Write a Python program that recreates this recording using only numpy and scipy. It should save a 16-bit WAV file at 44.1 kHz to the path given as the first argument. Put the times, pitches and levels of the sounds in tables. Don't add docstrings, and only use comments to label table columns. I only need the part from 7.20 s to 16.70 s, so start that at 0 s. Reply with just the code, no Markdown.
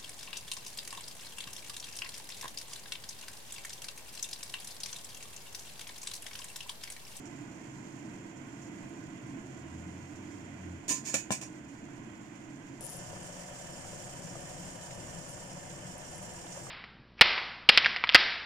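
import sys
import numpy as np
from scipy import signal
from scipy.fft import rfft, irfft
from scipy.io import wavfile

SR = 44100
rng = np.random.default_rng(int(sys.argv[2]) if len(sys.argv) > 2 else 0)


def bounce(signal):
    frames = np.transpose(np.atleast_2d(signal))
    limited = np.clip(frames, -1, 1)
    pcm = np.round(limited * 32767).astype(np.int16)
    wavfile.write(sys.argv[1], SR, pcm)


N = 418950
TIME_S = np.arange(N) / SR
JUMP_S = 5.607

# (pitch [Hz], left [dB per Hz], right [dB per Hz])
WARM_FLAME = [(20, -86, -82), (45, -104, -109), (66, -82, -81.5), (92, -82, -81.5), (140.6, -67.5, -67),
              (149, -80.5, -75.5), (180, -72.5, -72.5), (204, -74, -73), (252, -71.5, -72),
              (293, -73.5, -65.5), (345.3, -77, -69), (393, -88.5, -89.5), (413, -80.5, -79.5),
              (478, -87, -89.5)]
WARM_WATER = [(530, -91, -85), (580, -82, -92), (700, -86.5, -79.5), (790, -88, -91), (900, -88, -85),
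              (1050, -91, -82.5), (1130, -98.5, -92.5), (1490, -94.5, -86), (1790, -98.5, -86.5),
              (2080, -93.5, -90), (2250, -98.5, -86.5), (2660, -97, -91), (3370, -101, -95.5),
              (3470, -106, -101)]
WARM_HISS = [(3960, -108, -104), (4650, -106, -102), (5200, -106, -103), (5240, -104, -102),
             (5630, -108, -100), (6800, -107, -101), (6950, -108, -101), (8140, -110, -107),
             (8900, -113, -113), (9800, -114, -114), (10900, -118, -116), (13000, -121, -117),
             (15600, -137, -126)]
# (pitch [Hz], left [dB per Hz], right [dB per Hz])
BOIL_FLAME = [(20, -80, -77), (50, -81, -87), (83, -77, -80.5), (144, -69, -73.5), (160, -68.5, -81.5),
              (180.3, -68.5, -68), (215, -79.5, -87.5), (266, -76.5, -80.5), (321, -84, -86),
              (332, -75, -75), (417, -84.5, -93.5), (452, -88, -79), (516, -71.5, -94)]
BOIL_WATER = [(520, -76.5, -84), (580, -71.5, -75), (633, -74.5, -90), (731, -82, -70), (770, -78, -92.5),
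              (963, -83, -78), (1100, -89, -87.5), (1550, -91, -84.5), (1840, -86, -84.5),
              (1843, -102.5, -95), (1980, -91.5, -87), (2260, -93, -90), (3010, -90.5, -87),
              (3320, -92, -91.5)]
BOIL_HISS = [(3780, -100, -101), (4320, -97, -99), (4950, -93.5, -94), (5300, -89, -93), (5900, -97.5, -93),
             (6750, -91, -93), (7160, -94, -95), (7870, -95.5, -93.5), (8650, -98, -103),
             (10000, -98, -104), (10600, -103, -107), (12600, -106, -108), (16400, -119, -119)]
# (pitch [Hz], width [Hz], left lift [dB], right lift [dB])
WARM_RINGS = [(1406, 19, 5, 1), (2018, 56, 2, 9.5), (2290, 33, -11, -4), (2920, 34, 1, -2.5),
              (6890, 110, -2, -0.5), (7150, 90, 0, 7)]
BOIL_RINGS = [(1780, 130, 1.5, 6), (2070, 51, 1, 5.5), (3020, 53, 2.1, 6.5), (5620, 110, 2, 7),
              (7174, 91, 2, 11), (7700, 50, 1, 3), (8400, 66, 4.4, -2), (9600, 74, 2.7, -2)]
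# (time [s], level change [dB])
BOIL_WATER_SWELL = [(5.61, -3.5), (5.72, -2), (5.9, -0.5), (5.95, 0.5), (6.1, -0.3), (7.6, -0.7),
                    (8.3, -0.5), (8.9, -1), (9.5, -1)]
BOIL_HISS_SWELL = [(5.6, 0.5), (6.5, .5), (7.0, 0.6), (7.2, 0), (7.45, 1), (7.8, -1), (8.05, 2), (8.3, -1),
                   (8.8, 0), (9.02, 1.4), (9.2, -0.5), (9.4, 1)]
# (pitch [Hz], likeness [-1 to 1])
LIKENESS = [(60, 0.83), (130, 0.98), (290, 0.89), (640, 0.58), (1410, -0.2), (3100, 0.19), (6820, 0.094),
            (15000, -0.22)]
LID_MUFFLES_S = 3.5
OPEN_DB, SHUT_DB = (1, 0.76, 0), (-0.5, -0.5, -1.5)
# (pitch [Hz], average level before wavering and side gain [dB])
WHISTLES = [(5357, -97), (5495, -94), (5927, -93), (6252, -90), (6432, -88), (6729, -92), (6860, -88),
            (7163, -86), (7190, -89), (7715, -95)]
WHISTLE_T60_S, WHISTLE_WAVER_DB, WHISTLE_WAVER_PER_S = 0.11, 5, 1.5

# (time [s], level before side gain [dB], starting pitch [Hz])
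PLOPS = [(5.838, -42, 694), (5.886, -41, 520), (5.93, -34.5, 520), (5.965, -33, 700), (6.096, -44, 615),
         (6.166, -39, 550), (6.499, -42, 570), (6.65, -35, 735), (6.731, -37, 570), (6.942, -38, 560),
         (7.004, -38, 600), (7.1543, -30, 660), (7.291, -38, 600), (7.454, -40, 600), (7.868, -38, 573),
         (7.963, -39, 665), (8.174, -37, 620), (8.372, -38, 580), (8.537, -36, 590), (8.578, -44, 600),
         (8.795, -43, 675), (9.266, -36, 700), (9.373, -32, 580), (9.468, -32, 1150)]
PLOP_CYCLES = 16.0
# (time [s], level before colouring [dB])
SPLASHES = [(6.1696, -49), (6.4619, -49), (6.894, -50), (7.0735, -49), (7.1793, -51), (7.3818, -48),
            (7.5584, -55), (7.6128, -45), (7.7076, -42), (8.5028, -40), (9.2656, -40), (9.3234, -49)]
# (pitch [Hz], left [dB], right [dB])
SPLASH_COLOUR = [(900, -14, -14), (2000, -4, 2), (3000, 2, 4), (4500, -2, -9), (6500, -14, -18),
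                 (10000, -28, -28)]
SPLASH_T60_S = 0.049

# (start [s], length [s], level before ringing [dB])
SPIT_BOUTS = [(5.607, 0.066, -54), (5.692, 0.095, -54), (8.083, 0.039, -60)]
# (pitch [Hz], level [dB], time to die by 60 dB [s])
SPIT_MODES = [(10200, -12, 0.006), (9800, -5.5, 0.0083), (11000, -9, .005), (11700, -9, 0.005),
              (8000, -18, .003)]
SPIT_EDGE_S = 0.0066
# (time [s], level before colouring [dB])
CRACKLES = [(1.6939, -59), (5.609, -38), (5.6405, -39), (5.649, -37), (5.6555, -38), (5.666, -36),
            (5.675, -45), (5.6935, -42), (5.699, -39), (5.705, -42), (5.72, -43), (5.728, -44),
            (5.735, -43), (5.77, -41), (5.785, -46), (5.9216, -53), (6.0308, -50), (6.0667, -49),
            (6.5072, -50), (6.595, -52), (6.824, -52), (7.208, -50), (7.3967, -48), (7.6362, -50),
            (7.912, -55), (7.9465, -52), (8.0841, -51), (8.1044, -50), (8.116, -50), (8.7811, -43),
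            (8.9133, -49), (8.9582, -47), (8.9805, -48), (9.028, -45), (9.034, -48), (9.0609, -52),
            (9.136, -50), (9.19, -49)]
# (pitch [Hz], left [dB], right [dB])
CRACKLE_COLOUR = [(1500, -19, -30), (4000, -14, -26), (7000, -24, -29), (9900, 12.5, -19), (11900, -5, -18),
                  (14900, -23, -20)]
CRACKLE_T60_S = 0.019
SNAP_DB = 5
# (time [s], level before colouring [dB])
SIZZLES = [(0.0552, -41), (1.1694, -47), (1.4201, -44), (2.9564, -46), (3.1157, -47), (7.1007, -45),
           (8.1667, -50), (8.3613, -43), (8.5021, -44), (9.3222, -36)]
# (pitch [Hz], left [dB], right [dB])
SIZZLE_COLOUR = [(2500, -34, -32), (4500, -14, -19), (5500, -19, -2), (7000, -14, -6.5), (8500, -19, -13),
                 (11000, -34, -34)]
SIZZLE_T60_S = 0.15

# (time [s], level [dB], time to die by 60 dB [s], thump [dB])
CONTACTS = [(3.681, -33, 0.059, -44), (3.691, -32, 0.081, -56), (3.698, -34.5, 0.072, -58),
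            (3.708, -34.5, 0.071, -41), (3.721, -35.5, 0.054, -55), (3.735, -40.5, 0.17, -55),
            (3.755, -49, .15, -61), (3.77, -52, 0.15, -57), (3.852, -50, .04, -63), (3.8619, -51, .04, -63),
            (3.8684, -48, .04, -60), (3.892, -44, 0.042, -46), (3.932, -46, .05, -60),
            (3.9413, -27.5, 0.019, -29), (3.9454, -34.5, 0.043, -38), (3.949, -34.5, 0.09, -31),
            (3.969, -42, 0.2, -41), (4.1062, -37, 0.055, -22.5), (4.1157, -32, 0.052, -36),
            (4.122, -37, 0.13, -34.5), (4.145, -47, 0.17, -55), (4.2132, -40.5, 0.05, -58),
            (4.224, -47, 0.081, -45), (4.233, -51, .06, -48), (4.252, -54, 0.091, -55)]
# (pitch [Hz], time to die by 60 dB [s], tilted [dB], dropping [dB], seating [dB], left over right [dB])
LID_MODES = [(1040, 0.1, -12, -20, -17, 1.0), (1775, 0.09, -12, -13, -11, -20.0),
             (1820, 0.11, -18.0, -13.0, -14.0, -16.0), (2200, 0.1, -17, -13, -13, -14.0),
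             (2340, 0.11, -15, -6, -9, -16.0), (2450, 0.11, -27.0, -14.0, -12.0, 1.0),
             (2535, 0.12, -11, -7, -11, -9.0), (2653, 0.11, -13.0, -28.0, -24.0, -20.0),
             (2918, 0.12, -22, -10, -15, -20.0), (3090, 0.11, -25.0, -20.0, -28.0, -7.0),
             (3420, 0.08, -19, -24, -18, -5.0), (3704, 0.065, -14, -25, -20, 16.0),
             (4090, 0.09, -17, -31, -24, 11.0), (4371, 0.09, -18, -18, -22, -4.0),
             (4457, 0.11, -13, -23, -20, -7.0), (4870, 0.12, -16, -16, -18, -4.0),
             (5010, 0.11, -13.0, -25.0, -25.0, 4.0), (5265, 0.08, -15, -18, -12, -12.0),
             (5319, 0.11, -14.0, -20.0, -15.0, -3.0), (5464, 0.1, -22, -18, -18, -1.0),
             (5572, 0.11, -18.0, -17.0, -18.0, -8.0), (5760, 0.11, -23.0, -26.0, -16.0, 1.0),
             (6060, 0.13, -9, -13, -16, -18.0), (6288, 0.11, -25.0, -17.0, -25.0, -11.0),
             (6365, 0.11, -16, -23, -17, -6.0), (6451, 0.11, -17, -29, -21, -12.0),
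             (6570, 0.13, -11, -20, -14, -20.0), (6710, 0.17, -19, -10, -20, -12.0),
             (6765, 0.11, -14.0, -12.0, -19.0, -14.0), (6877, 0.11, -16.0, -20.0, -22.0, -7.0),
             (6934, 0.1, -16, -23, -28, -7.0), (7031, 0.11, -15.0, -10.0, -18.0, -19.0),
             (7267, 0.11, -16.0, -17.0, -19.0, -9.0), (7340, 0.1, -16, -19, -20, -7.0),
             (7373, 0.11, -9, -16, -25, -20.0), (7525, 0.11, -24.0, -23.0, -17.0, -7.0),
             (7690, 0.11, -21.0, -15.0, -19.0, -14.0), (7843, 0.11, -29.0, -23.0, -16.0, -4.0),
             (7897, 0.11, -26.0, -20.0, -15.0, -3.0), (7983, 0.11, -22.0, -24.0, -21.0, -1.0),
             (8296, 0.09, -21, -19, -17, -5.0), (8398, 0.11, -20.0, -27.0, -25.0, 7.0),
             (8807, 0.11, -22.0, -36.0, -24.0, 11.0), (9800, 0.11, -26.0, -35.0, -19.0, 9.0)]
# (pitch [Hz], left [dB], right [dB])
LID_CLATTER = [(80, -16, -16), (306, -3, 5.5), (755, -8, -3), (1040, -7, -3), (1340, -13, -12),
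               (1760, -11, 3), (1970, -22, -4), (2320, -2, 9), (2960, -5, 2), (3600, -14, 0.5),
               (4640, 0, -3), (5460, 0, 5), (7340, -2, 2), (9150, -4, -11), (12100, -14, -10),
               (15700, -26, -20)]
# (tilted [dB], dropping [dB], seating [dB])
CLATTER_LOW_DB = (0.5, 7, 3.5)
# (pitch [Hz], time to die by 60 dB [s], tilted [dB], dropping [dB], seating [dB])
THUMP_MODES = [(119, 0.13, -12, -16, -9), (199, 0.045, -6, -5, 0), (226, .06, -10, -2.5, -2),
               (294, .05, -4, -2, -17), (333, 0.07, 9, -7, -16), (570, .06, -8, 1, -28),
               (623, 0.11, 1, -3, -7.5), (785, 0.025, -6, -3, 4), (910, 0.02, -3, -8, -2.5),
               (1028, 0.045, -6, -20, 1.5), (1470, 0.008, -4, 11.5, 5), (1730, .04, -3, -4, 0),
               (2330, 0.022, -9, -3, -6), (2850, 0.025, -2, -2, 3), (3550, 0.013, -8, 7, 4)]
CONTACT_RISE_S = 0.0013
SLIDE_S, SLIDE_RISE_S, SLIDE_DB, SLIDE_T60_S = 3.838, 0.047, -40, 0.24
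TOP_LIFT_DB, TOP_FOLLOWS = 2.5, 0.39
TICK_DB = 13.5
LID_DROPS_S, LID_SEATS_S = 3.925, 4.08
LID_SPAN = slice(round(3.6 * SR), round(4.8 * SR))
LID_RING_DB, CLATTER_DB = -27, -2

# (time [s], pitch [Hz], level [dB])
ENGINE = [(2.1, 74.8, -80), (2.42, 79.6, -61), (2.54, 83, -50), (2.98, 94.8, -55.5), (3.3, 95, -59.5),
          (3.5, 87.9, -45), (3.58, 86.8, -49), (3.66, 86, -85)]
KITCHEN_T60_S = 0.16
# (pitch [Hz], width [Hz], lift [dB])
PORTS = [
    [(8470, 1520, 11.5), (14500, 700, 12)],
    [(6936, 1960, 11.5), (14770, 660, 14.5)],
]
CUTOFF_HZ = 16300
RIGHT_LAG = 8


def pot(flame, water, hiss, rings, levels_db, flutter_db, bubbling_db, fizz_db):
    gain = from_db(on_bins(flame + water + hiss)) * wall_rings(rings)
    low = on_bins([(flame[-1][0], 1), (water[0][0], 0)])
    high = on_bins([(water[-1][0], 0), (hiss[0][0], 1)])
    upper = on_bins([(1100, 0.65), (1400, 1)])
    flame_db, water_db, hiss_db = levels_db
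    lumps_db = water_db + bubbling_db * drift(32)
    flame_level = flame_db + flutter_db * drift(3.2)
    large_level = lumps_db + bubbling_db * 0.27 * drift(6.2)
    small_level = lumps_db + bubbling_db * 0.39 * drift(3.5)
    hiss_level = hiss_db + fizz_db * (drift(69) + 0.88 * drift(17.0))
    parts = [(low, flame_level), (1 - low - upper, large_level),
             (upper - high, small_level), (high, hiss_level)]
    noise = air_noise()
    return sum(colour(noise * from_db(level_db), gain * share) for share, level_db in parts)


def wall_rings(rings):
    bins_hz = np.arange(N // 2 + 1) * SR / N
    total_db = 0
    for hz, width_hz, left_db, right_db in rings:
        peak_db = np.array([[left_db], [right_db]])
        total_db = total_db + peak_db / (1 + (2 * (bins_hz - hz) / width_hz) ** 2)
    return from_db(total_db)


def air_noise():
    alike = np.clip(on_bins(LIKENESS)[0], -1, 1)
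    mid, side = rfft(rng.standard_normal((2, N))) * np.sqrt(SR / 4)
    return irfft(np.sqrt(1 + alike) * mid + np.sqrt(1 - alike) * side * [[1], [-1]], N)


def bubbles(per_s, low_hz, high_hz, cycles, spread_db, level_db):
    train = clicks(per_s, spread_db)
    dealt = rng.integers(0, 24, N)
    out = np.zeros((2, N))
    for k, hz in enumerate(np.geomspace(low_hz, high_hz, num=24)):
        tone = ring(train * (dealt == k), hz * rng.uniform(1.0, 1.03), cycles / hz)
        out += tone * rng.uniform(0.4, 1, (2, 1))
    return from_db(level_db) * out / out.std()


def whistles():
    out = np.zeros((2, N))
    for hz, level_db in WHISTLES:
        tone = ring(rng.standard_normal((2, N)), hz, WHISTLE_T60_S)
        waver_db = WHISTLE_WAVER_DB * drift(WHISTLE_WAVER_PER_S)
        out += tone / tone.std() * from_db(level_db + waver_db)
    return out * from_db([[-6.0], [0]])


def plops():
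    out, t = np.zeros(N), np.arange(round(0.05 * SR)) / SR
    for s, peak_db, hz in PLOPS:
        i = round(s * SR)
        phase = 2 * np.pi * hz * t * (1 + 4.3 * t)
        fade = from_db(peak_db - 60 * t * hz / PLOP_CYCLES)
        attack = np.minimum(t / 0.0006, 1)
        wave = (np.sin(phase) + 0.42 * np.sin(1.76 * phase)) * fade * attack
        out[i:i + len(t)] += wave[:N - i]
    return out * from_db([[-1.5], [-4.0]])


def splashes():
    return puffs(SPLASHES, SPLASH_T60_S, SPLASH_COLOUR, 0)


def spitting():
    bouts = np.zeros(N)
    for s, length, level_db in SPIT_BOUTS:
        edges = np.minimum(TIME_S - s, s + length - TIME_S) / SPIT_EDGE_S
        bouts += from_db(level_db) * np.clip(edges, 0, 1)
    times, peak_db = np.transpose(CRACKLES)
    snaps = spikes(times, from_db(peak_db + SNAP_DB))
    out = np.zeros(N)
    for hz, level_db, t60 in SPIT_MODES:
        out += from_db(level_db) * ring(bouts * clicks(500, 4.3) + snaps, hz, t60)
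    return out * from_db([[-6.0], [-18.0]])


def crackles(per_s, small_db, sizzles_per_s, sizzle_db):
    small = from_db(small_db) * np.abs(clicks(per_s, 3.2)) * (np.arange(N) >= JUMP_S * SR)
    faint = from_db(sizzle_db) * np.abs(clicks(sizzles_per_s, 2.0))
    bright = puffs(CRACKLES, CRACKLE_T60_S, CRACKLE_COLOUR, small)
    return bright + puffs(SIZZLES, SIZZLE_T60_S, SIZZLE_COLOUR, faint)


def lid():
    force = lid_force()
    times, contact_db, _, thump_db = np.transpose(CONTACTS)
    ticks = spikes(times, from_db(contact_db + TICK_DB))
    pose = np.digitize(TIME_S, [LID_DROPS_S, LID_SEATS_S])
    out = lid_clatter(force, ticks, pose)
    out[:, LID_SPAN] += lid_ringing(force[:, LID_SPAN], ticks[LID_SPAN], pose[LID_SPAN])
    out[:, LID_SPAN] += pot_thump(spikes(times, from_db(thump_db)), pose[LID_SPAN])
    return out


def lid_force():
    force = np.zeros((2, N))
    touches = [(s, level_db, CONTACT_RISE_S, t60) for s, level_db, t60, _ in CONTACTS]
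    touches.append((SLIDE_S, SLIDE_DB, SLIDE_RISE_S, SLIDE_T60_S))
    for s, level_db, rise, t60 in touches:
        lift_db = TOP_LIFT_DB + TOP_FOLLOWS * (level_db + 39)
        force += from_db([[level_db], [level_db + lift_db]]) * burst(s, rise, t60)
    return force


def lid_clatter(force, ticks, pose):
    grains = np.array([clicks(2500, 2.3), clicks(2500, 2.2)])
    lower = force[0] * grains + ticks
    treble = force[1] * grains + ticks
    gain = from_db(on_bins(LID_CLATTER) + CLATTER_DB)
    top = on_bins([(7000, 0.35), (8000, 0.76)])
    low = on_bins([(4000, 0.82), (5000, 0.18)])
    out = colour(lower * from_db(CLATTER_LOW_DB)[pose], gain * (1 - top) * low)
    out += colour(lower, gain * (1 - top) * (1 - low))
    return out + colour(treble, gain * top)


def lid_ringing(force, ticks, pose):
    out = np.zeros((2, len(pose)))
    for hz, t60, *pose_db, pan_db in LID_MODES:
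        grains = clicks(2500, 3.3, size=len(pose))
        drive = force[int(hz > 7500)] * grains + ticks * rng.choice([-1, 1])
        side = from_db(np.minimum([[pan_db], [-pan_db]], 0))
        out += side * ring(drive * from_db(pose_db)[pose] * from_db(LID_RING_DB), hz, t60)
    return out


def pot_thump(knocks, pose):
    push = signal.lfilter([0.2], [1, -0.8], knocks)[LID_SPAN]
    thump = np.zeros(len(pose))
    for hz, t60, *pose_db in THUMP_MODES:
        thump += ring(push * from_db(pose_db)[pose], hz, t60)
    thump = signal.sosfilt(signal.butter(4, 105, "high", fs=SR, output="sos"), thump)
    return thump * from_db([[-5.0], [-10.0]])


def engine():
    hz, level_db = in_time(ENGINE)
    phase = 2 * np.pi * np.cumsum(hz) / SR
    return np.sqrt(2) * from_db(level_db) * (np.sin(phase) + from_db(-6.0) * np.sin(2 * phase))


def kitchen(x):
    tail = rng.standard_normal((2, N)) * from_db(-60 * TIME_S / KITCHEN_T60_S)
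    tail *= np.minimum(TIME_S / 0.0054, 1)
    tail /= np.sqrt((tail ** 2).sum(axis=1, keepdims=True))
    return colour(x, rfft(tail))


def echo_ripple():
    echoes = rfft(rng.standard_normal((2, N)) * from_db(-60 * TIME_S / 0.16))
    echoes /= np.sqrt(np.mean(np.abs(echoes) ** 2))
    share = on_bins([(600, 0), (1200, 0.1)])
    return np.abs(np.sqrt(1 - share) + np.sqrt(share) * echoes)


def from_db(db):
    return 10 ** (np.asarray(db) / 20)


def in_time(rows):
    s, *columns = np.transpose(rows)
    return [np.interp(TIME_S, s, c) for c in columns]


def on_bins(rows):
    hz, *columns = np.transpose(rows)
    bins = np.log(np.arange(N // 2 + 1) * SR / N + 1)
    return np.array([np.interp(bins, np.log(hz), c) for c in columns])


def colour(x, gain):
    return irfft(rfft(x) * gain, N)


def drift(rate):
    r = np.exp(-2 * np.pi * rate / SR)
    slow = signal.lfilter([1], [1, -2 * r, r * r], rng.standard_normal(N + SR))[SR:]
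    return slow / slow.std()


def clicks(per_s, spread_db, size=N):
    sizes = from_db(spread_db * np.minimum(rng.exponential(1, size), 4)) * rng.choice([-1, 1], size)
    train = sizes * (rng.random(size) < per_s / SR)
    return train / train.std()


def ring(x, hz, t60):
    r, w = from_db(-60 / (t60 * SR)), 2 * np.pi * hz / SR
    return signal.lfilter([0, np.sin(w)], [1, -2 * r * np.cos(w), r * r], x + 1e-18)


def spikes(times, heights):
    out = np.zeros(N)
    np.add.at(out, np.round(np.array(times) * SR).astype(int), heights)
    return out


def puffs(events, t60, spectrum, at_random):
    times, peak_db = np.transpose(events)
    starts = spikes(times, from_db(peak_db)) + at_random + 1e-18
    envelope = signal.lfilter([1], [1, -from_db(-60 / (t60 * SR))], starts)
    return colour(envelope * rng.standard_normal((2, N)), from_db(on_bins(spectrum)))


def burst(s, rise, t60):
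    age = TIME_S - s
    return np.clip(age / rise, 0, 1) * from_db(-60 * np.clip(age - rise, 0, 2) / t60)


def scene():
    shut = TIME_S > LID_MUFFLES_S
    muffled_db = [np.where(shut, b, a) for a, b in zip(OPEN_DB, SHUT_DB)]
    warm = pot(WARM_FLAME, WARM_WATER, WARM_HISS, WARM_RINGS, muffled_db,
               flutter_db=0.5, bubbling_db=0.6, fizz_db=1.1)
    warm += bubbles(150, 4370, 8200, cycles=90, spread_db=11.0, level_db=-87)
    warm += whistles()
    boil_db = (1.0, in_time(BOIL_WATER_SWELL)[0], in_time(BOIL_HISS_SWELL)[0])
    boil = pot(BOIL_FLAME, BOIL_WATER, BOIL_HISS, BOIL_RINGS, boil_db,
               flutter_db=0.9, bubbling_db=0.8, fizz_db=1.06)
    boil += bubbles(220, 473, 3650, cycles=32, spread_db=3.5, level_db=-64.0)
    boil += bubbles(300, 4790, 9460, cycles=150, spread_db=5.0, level_db=-68.0)
    steady = colour(np.where(np.arange(N) < JUMP_S * SR, warm, boil), echo_ripple())
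    close = spitting() + crackles(per_s=41, small_db=-91.5, sizzles_per_s=1.0, sizzle_db=-100.5)
    near = lid() + plops() + splashes()
    room = kitchen(from_db(-6.5) * near + from_db(-12) * close)
    return steady + engine() + near + close + room


def record(dry):
    out = np.array([dry[0], np.roll(dry[1], RIGHT_LAG)])
    for k, peaks in enumerate(PORTS):
        for hz, width_hz, lift_db in peaks:
            g, w = from_db(lift_db / 2), 2 * np.pi * hz / SR
            a = np.sin(w) * width_hz / hz / 2
            top = [1 + a * g, -2 * np.cos(w), 1 - a * g]
            bottom = [1 + a / g, -2 * np.cos(w), 1 - a / g]
            out[k] = signal.lfilter(top, bottom, out[k])
    return signal.sosfilt(signal.cheby2(14, 80, CUTOFF_HZ, fs=SR, output="sos"), out)


dry = scene()
out = record(dry)
bounce(out)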